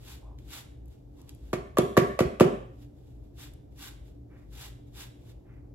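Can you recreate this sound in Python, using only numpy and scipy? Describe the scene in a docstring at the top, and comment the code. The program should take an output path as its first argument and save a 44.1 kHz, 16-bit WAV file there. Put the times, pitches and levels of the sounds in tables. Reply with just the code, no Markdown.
"""Lemon zesting over a bowl

A lemon is drawn over a hand zester in short strokes: a dense patter of tiny tears that rings the blade.
Between the second and third strokes come five knocks: the zester meets the rim, and an instant later the
plastic bowl thumps. Both are decaying mode pairs with a noise snap and rattle. Soft rubs, small ticks and
low counter thuds fill in around them. A tiled kitchen answers with dense echoes of noise. Appliances rumble
and hum underneath as coloured noise and wavering tones, and two close microphone ports hear it all."""
import sys
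import numpy as np
from scipy import signal
from scipy.fft import rfft, irfft, next_fast_len
from scipy.io import wavfile

SR = 44100
rng = np.random.default_rng(int(sys.argv[2]) if len(sys.argv) > 2 else 0)


def dump(signal):
    """Clip the signal to [-1, 1] and save it as 16-bit WAV at the path in sys.argv[1]."""
    limited = np.clip(np.atleast_2d(signal).T, -1, 1)
    pcm = np.round(limited * 32767).astype(np.int16)
    wavfile.write(sys.argv[1], SR, pcm)


N = 253414
PAD = next_fast_len(N + SR)   # room for tails beyond the end
BINS = np.maximum(np.arange(PAD // 2 + 1) * SR / PAD, 1)   # Hz of each frequency bin


def from_db(db):
    """Decibels to an amplitude factor."""
    return 10 ** (np.asarray(db) / 20)


def rms_one(x):
    """Scale to an RMS of 1."""
    return x / np.sqrt(np.mean(x ** 2) + 1e-20)


def at_hz(points):
    """A (Hz, value) table read at every frequency bin, straight on a log axis."""
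    hz, value = np.transpose(points)
    return np.interp(np.log(BINS), np.log(np.maximum(hz, 1)), value)


def shaped(x, response):
    """Filter by a response given at every frequency bin."""
    return irfft(rfft(x, PAD) * response, PAD)[..., :N]


def pair(spectra, alike):
    """Two unrelated spectra mixed into left and right: likeness 1 is the same, -1 is opposite."""
    alike = np.clip(at_hz(alike), -1, 1)
    shared = np.sqrt(1 + alike) * spectra[0]
    opposed = np.sqrt(1 - alike) * spectra[1] * [[1], [-1]]
    return (shared + opposed) / np.sqrt(2)


def drift(rate_hz):
    """Random wandering of spread 1: noise smoothed by two equal poles."""
    r = np.exp(-2 * np.pi * rate_hz / SR)
    smooth = signal.lfilter([1], [1, -2 * r, r * r], rng.standard_normal(N + SR))
    return rms_one(smooth[SR:])   # the first second lets the filter settle


def resonate(x, hz, width_hz):
    """One resonance that passes its centre pitch at about unit level."""
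    r = np.exp(-np.pi * width_hz / SR)
    feedback = [1, -2 * r * np.cos(2 * np.pi * hz / SR), r * r]
    return signal.lfilter([(1 - r * r) / 2, 0, (r * r - 1) / 2], feedback, x)


def ring(blows, hz, t60):
    """Each blow starts a sine that falls 60 dB in t60 seconds."""
    r, w = from_db(-60 / (t60 * SR)), 2 * np.pi * hz / SR
    return signal.lfilter([0, np.sin(w)], [1, -2 * r * np.cos(w), r * r], blows)


def clicks_at(times, sizes):
    """Single-sample impulses over a vanishing floor."""
    out = np.full(N, 1e-18)
    out[np.round(np.asarray(times) * SR).astype(int)] = sizes
    return out


def dying(x, t60):
    """Each impulse becomes an envelope that falls 60 dB in t60 seconds."""
    return signal.lfilter([1], [1, -from_db(-60 / (t60 * SR))], x)


# Stereo likeness of blade and bowl. Each row: frequency in Hz, left-right likeness from -1 to 1.
NEAR_LIKENESS = [(1500, 1), (3500, 0.22), (6000, 0.49), (8500, 1), (16000, 0.58)]


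def wide(x, spectrum):
    """Two draws of a source, coloured and spread: a broad body sends each port a slightly different sound."""
    coloured = pair(rfft(x, PAD), NEAR_LIKENESS) * from_db(at_hz(spectrum))
    return rms_one(irfft(coloured, PAD)[:, :N])


# Colour of the tearing teeth. Each row: frequency in Hz, relative density in dB per Hz.
TEETH_COLOUR = [(400, -18.5), (800, -1.5), (1400, -3.5), (2300, -1.5), (3600, -2.5), (5000, -2.5),
                (6200, -4.5), (7800, -1.5), (9000, -5), (15800, -7)]
# Steel blade resonances. Each row: centre in Hz, width in Hz, level in dB relative to the patter feeding it.
BLADE_MODES = [(1515, 120, -10), (2880, 180, -5), (3350, 130, -2), (3563, 120, 3.5), (3840, 44, 4)]


def strokes():
    """Teeth tear the peel in a dense random patter that also rings the steel blade."""
    sizes_db = 3 * np.minimum(rng.exponential(1, (2, N)), 3)   # many small tears, few big ones
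    sizes = from_db(sizes_db) * rng.choice([-1, 1], (2, N))
    tears = (rng.random(N) < 12000 / SR) * sizes   # about 12000 tears per second
    unevenness = from_db(1.1 * drift(40.0))
    patter = wide(tears * unevenness, TEETH_COLOUR)
    blade = sum(from_db(db) * resonate(patter, hz, width) for hz, width, db in BLADE_MODES)
    return pressure() * rms_one(patter + blade)


LANDING_DB_PER_S, EASING_DB, LIFTING_DB_PER_S = 605, 2.5, 318   # rise to the bite, later sag, fade after lift-off
# Zesting strokes. Each row: teeth bite in seconds, fullest in seconds, lift-off in seconds,
# level at the fullest in dB, bite below that level in dB.
ZEST_STROKES = [(.002, 0.1, .142, -48.5, 17), (0.461, 0.534, 0.59, -44, 22.5),
                (3.391, 3.44, 3.45, -47.5, 4), (3.785, 3.842, 3.882, -44.5, 8.5),
                (4.531, 4.62, 4.663, -45.5, 11), (4.958, 5.005, 5.038, -46, 6.5)]
# Light grazes of the teeth between strokes. 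Each row: fullest in seconds, swell in seconds,
# fade in seconds (each over 20 dB), level at the fullest in dB.
TOOTH_GRAZES = [(.392, .02, 0.092, -67), (.918, .07, 0.13, -67.5), (1.2, 0.084, 0.079, -64.5),
                (1.294, 0.038, 0.04, -61.5), (1.47, 0.18, 0.3, -67), (2.835, .15, 0.051, -64.5),
                (2.989, 0.11, 0.096, -75), (3.08, 0.11, .3, -73), (3.24, .03, 0.092, -77.5),
                (3.725, 0.028, 0.044, -74.5), (4.08, 0.074, 0.097, -67.5), (4.39, .12, 0.14, -72.5),
                (4.88, 0.032, 0.056, -71), (5.3, 0.12, 0.056, -60), (5.54, 0.078, .15, -82)]


def pressure():
    """How hard the teeth cut: each stroke lands, builds, sags a little and lifts off; grazes swell and fade."""
    t = np.arange(N) / SR
    out = 0
    for bite, fullest, lift, db, below_db in ZEST_STROKES:
        shape_db = np.interp(t, [bite, fullest, lift], [-below_db, 0, -EASING_DB])
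        landing_db = LANDING_DB_PER_S * np.maximum(bite - t, 0)
        lifting_db = LIFTING_DB_PER_S * np.maximum(t - lift, 0)
        out = out + from_db(db + shape_db - landing_db - lifting_db)
    for fullest, swell, fade, db in TOOTH_GRAZES:
        distance = np.maximum((fullest - t) / swell, (t - fullest) / fade)
        out = out + from_db(db - 20 * distance)
    return out


# Colour of the loose rattle. Each row: frequency in Hz, relative density in dB per Hz.
CLATTER_COLOUR = [(250, -21), (600, -8), (1200, -3), (2300, -1), (3500, -8.5), (5500, -13), (8000, -13.5),
                  (16000, -25)]


def struck(hits, modes, spread_db, swell_cycles, rattle_t60):
    """Blows ring mode pairs by chance amounts, hardness tilting the highs; a bright snap and uneven rattle join."""
    s, drive_db, hardness, snap_db, rattle_db = np.transpose(hits)
    luck = rng.standard_normal((len(s), len(modes), 2))
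    ringing = 0
    for k, (low_hz, spacing, level_db, t60) in enumerate(modes):
        for twin, hz in enumerate([low_hz, low_hz + spacing]):
            tilt_db = hardness * np.log2(hz / 400)
            db = drive_db + level_db + tilt_db + spread_db * luck[:, k, twin]
            blows = clicks_at(s, from_db(db) * (-1) ** k)   # neighbouring modes start in opposite directions
            # taking away a second decay makes the mode swell in; low modes swell later
            ringing = ringing + ring(blows, hz, t60) - ring(blows, hz, swell_cycles / hz)
    snap = dying(clicks_at(s, from_db(snap_db)), .008) * rng.standard_normal(N)
    snap = signal.sosfilt(signal.butter(1, 2000.0, "high", fs=SR, output="sos"), snap)
    uneven = from_db(2 * drift(300))
    clatter = wide(rng.standard_normal((2, N)), CLATTER_COLOUR)
    rattle = uneven * dying(clicks_at(s, from_db(rattle_db)), rattle_t60) * clatter
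    return ringing + snap + rattle


# The bowl thumps. Each row: start in seconds, drive in dB, hardness in dB per octave about 400 Hz,
# snap drive in dB, rattle start in dB.
BOWL_THUMPS = [(1.5315, -20.5, 1.5, -41, -33), (1.785, -12, 1.5, -15.5, -31.5),
               (1.9745, -8, 2, -20.5, -23.5), (2.205, -13.5, -0.5, -25.5, -34),
               (2.4075, -6.5, 1.5, -23.5, -26)]
# Bowl modes in close pairs. Each row: lower pitch in Hz, pair spacing in Hz, relative drive in dB, t60 in seconds.
BOWL_MODES = [(70.5, 6, -21, 0.082), (110.4, 16, -12.5, 0.15), (158, 14, -12, 0.16),
              (219.5, 17.8, -5, 0.05), (358.6, 29.5, -3.5, 0.098), (513.5, 20, -7.5, 0.053),
              (551.5, 25, -11, 0.072), (622.4, 22, -16, 0.073), (718, 18.3, -23, 0.27),
              (1053, 27, -3, 0.006)]


def thumps():
    """The plastic bowl booms in low mode pairs that swell in after each blow."""
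    return struck(BOWL_THUMPS, BOWL_MODES, spread_db=2.0, swell_cycles=2.35, rattle_t60=0.086)


# Zester meets the rim. Each row: start in seconds, drive in dB, hardness in dB per octave about 400 Hz,
# snap drive in dB, rattle start in dB.
RIM_KNOCKS = [(1.5304, -28.5, -2.5, -38.5, -41.5), (1.771, -22.5, 0.5, -35, -34.5),
              (1.968, -18, 0.5, -38.5, -29), (2.1905, -20, -1, -32.5, -30.5),
              (2.3995, -20, -1.5, -31.5, -29)]
# Rim modes in close pairs. Each row: lower pitch in Hz, pair spacing in Hz, relative drive in dB, t60 in seconds.
RIM_MODES = [(566.6, 56, 7, 0.033), (888, 27, -11, 0.027), (1139, 39, -3, 0.068), (1730, 30, -11.5, .03)]


def rim():
    """A round rim rings briefly in close mode pairs when the zester meets it."""
    return struck(RIM_KNOCKS, RIM_MODES, spread_db=4.5, swell_cycles=8.5, rattle_t60=0.17)


COUNTER_HZ, COUNTER_T60_S = 68, 0.17
# The counter's answers. 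Each row: start in seconds, drive in dB.
COUNTER_THUDS = [(1.584, -35.5), (1.851, -33), (2.256, -24.5)]


def thuds():
    """The counter answers with one low mode that swells in softly before it decays."""
    s, db = np.transpose(COUNTER_THUDS)
    pushes = clicks_at(s, from_db(db))
    return ring(pushes, COUNTER_HZ, COUNTER_T60_S) - ring(pushes, COUNTER_HZ, 0.027)


# Dull rubs of hand, fruit and blade between strokes. Each row: start in seconds, swell in seconds,
# fade in seconds, level at the fullest in dB, top of the band in Hz.
DULL_RUBS = [(.19, 0.1, 0.094, -58.5, 1090), (1.162, 0.03, 0.16, -67.5, 1160),
             (3.1, 0.072, .1, -89.5, 1500), (4.289, 0.034, 0.17, -65.5, 2420),
             (5.151, 0.11, 0.2, -83.5, 1160), (5.439, 0.08, 0.12, -66, 2490),
             (5.6, 0.044, .08, -75.5, 1320)]


def rubs():
    """Lumpy noise that swells and fades, with little above its top pitch."""
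    t = np.arange(N) / SR
    noise = rng.standard_normal(N) * from_db(1.5 * drift(40))
    out = 0
    for s, swell, fade, db, top_hz in DULL_RUBS:
        band = signal.sosfilt(signal.butter(5, [450.0, top_hz], "band", fs=SR, output="sos"), noise)
        envelope = np.interp(t, [s, s + swell, s + swell + fade], [0, 1, 0])
        out = out + from_db(db) * envelope * rms_one(band)
    return out


# Small ticks of blade, nail and bracelet. Each row: start in seconds, drive before the resonance in dB, centre in Hz.
SMALL_TICKS = [(0.3873, -42.5, 2970), (.4479, -64, 12000), (.482, -54, 9000), (.8574, -55, 12000),
               (0.882, -51.5, 11000), (1.186, -57.5, 3200), (1.2037, -57, 5000), (1.216, -47.5, 8000),
               (1.293, -34.5, 5000), (1.3487, -47.5, 10800), (1.7574, -65, 4626), (3.5364, -47, 9050)]


def ticks():
    """Millisecond noise bursts, each through one broad resonance."""
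    noise = rng.standard_normal(N)
    out = 0
    for s, db, hz in SMALL_TICKS:
        burst = dying(clicks_at(s, from_db(db)), 0.013) * noise
        out = out + resonate(burst, hz, 1.1 * hz)
    return out


# Kitchen decay. Each row: frequency in Hz, t60 in seconds.
KITCHEN_T60 = [(60, 0.38), (500, 0.46), (3000, 0.56), (8000, 0.39), (16000, 0.77)]
# Kitchen echo colour. Each row: frequency in Hz, echo level in dB.
KITCHEN_LEVEL = [(60, -8), (400, -6.5), (2000, -7.5), (10000, -13)]
# Stereo likeness of the echoes. Each row: frequency in Hz, left-right likeness, held within -1 to 1.
KITCHEN_LIKENESS = [(60, 1), (200, 0.93), (500, 0.34), (1100, -0.53), (2000, -0.38), (6500, -0.12),
                    (9000, 1), (16000, -1.2)]


def kitchen(x):
    """Dense echoes: noise that dies band by band, starting after the first walls answer."""
    t = np.arange(int(.8 * SR)) / SR
    edges = 40 * 2 ** np.arange(0, 9, .75)   # band edges in Hz, three quarters of an octave apart
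    hz, t60 = np.transpose(KITCHEN_T60)
    echoes = 0
    for low, high in zip(edges, edges[1:]):
        sos = signal.butter(2, [low, high], "band", fs=SR, output="sos")
        band = signal.sosfilt(sos, rng.standard_normal((2, len(t))))
        band_t60 = np.interp(np.log(low * high) / 2, np.log(hz), t60)   # read at the band's middle
        echoes = echoes + band * from_db(-60 * t / band_t60)
    echoes *= np.clip((t - .004) / 0.0014, 0, 1)   # silent for 4 ms, then a quick fade in
    echoes /= np.sqrt(np.sum(echoes ** 2) / 2)
    response = pair(rfft(echoes, PAD), KITCHEN_LIKENESS) * from_db(at_hz(KITCHEN_LEVEL))
    return shaped(x, response)


RUMBLE_DB = -48   # RMS of the rumble and hiss together
# Rumble and hiss colour. Each row: frequency in Hz, relative density in dB per Hz.
RUMBLE_COLOUR = [(20, -20.5), (40, -22), (50, 5), (68, 0.5), (91, -11.5), (128, -3.5), (150, -15.5),
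                 (240, -17.5), (305, -14), (840, -31), (1500, -63.5), (5000, -57.5), (9000, -59.5),
                 (16000, -59)]
# Stereo likeness of the rumble. Each row: frequency in Hz, left-right likeness from -1 to 1.
RUMBLE_LIKENESS = [(60, 0.97), (170, 0.95), (350, 0.168), (900, -0.62), (2000, -0.073), (6000, -0.84),
                   (9000, 1), (16000, 0.6)]
# Wavering motor tones. Each row: pitch in Hz, width in Hz, RMS level in dB.
MOTOR_TONES = [(117.3, 1, -56), (290.3, 5, -62)]


def appliances():
    """Low rumble fading into faint hiss, with motor tones that waver like narrow noise."""
    noise = rfft(rng.standard_normal((2, PAD)))
    coloured = pair(noise, RUMBLE_LIKENESS) * from_db(at_hz(RUMBLE_COLOUR))
    rumble = irfft(coloured, PAD)[:, :N]
    tones = 0
    for hz, width, db in MOTOR_TONES:
        tone = resonate(rng.standard_normal(N + SR), hz, width)[SR:]   # already settled at the start
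        tones = tones + from_db(db) * rms_one(tone)
    return from_db(RUMBLE_DB) * rms_one(rumble) + tones


def scene():
    """Close sounds, their kitchen echoes and the appliances beneath."""
    near = strokes() + thumps() + rim() + thuds() + rubs() + ticks()
    return near + kitchen(near.mean(axis=0)) + appliances()


CUTOFF_HZ = 16700
# Phase between the ports. Each row: frequency in Hz, lead of the right port in radians.
PORT_PHASE = [(20, 0), (180, .2), (700, .9), (1200, .4), (3000, 2.1), (5500, 3), (6800, 4.4), (8100, 4.2),
              (9200, 3.1), (10000, 2.8), (11300, .3), (12500, -.2), (14200, -3), (16000, -3.3)]
# Level between the ports. Each row: frequency in Hz, left over right in dB.
PORT_LEVEL = [(40, 3), (200, -1), (1200, -1.5), (3500, -1), (5000, -2), (7600, 1.5), (9000, 0),
              (16000, -0.5)]


def record(dry):
    """The two ports hear with unequal delays and colour; the highest peaks are rounded and the top is cut."""
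    sides = np.array([[-.5], [.5]])   # left and right each take half the difference
    ports = np.exp(1j * at_hz(PORT_PHASE) * sides) * from_db(-at_hz(PORT_LEVEL) * sides)
    rounded = 1.3 * np.tanh(shaped(dry, ports) / 1.3)
    return signal.sosfilt(signal.cheby2(14, 70, CUTOFF_HZ, fs=SR, output="sos"), rounded)


dry = scene()
out = record(dry)
dump(out)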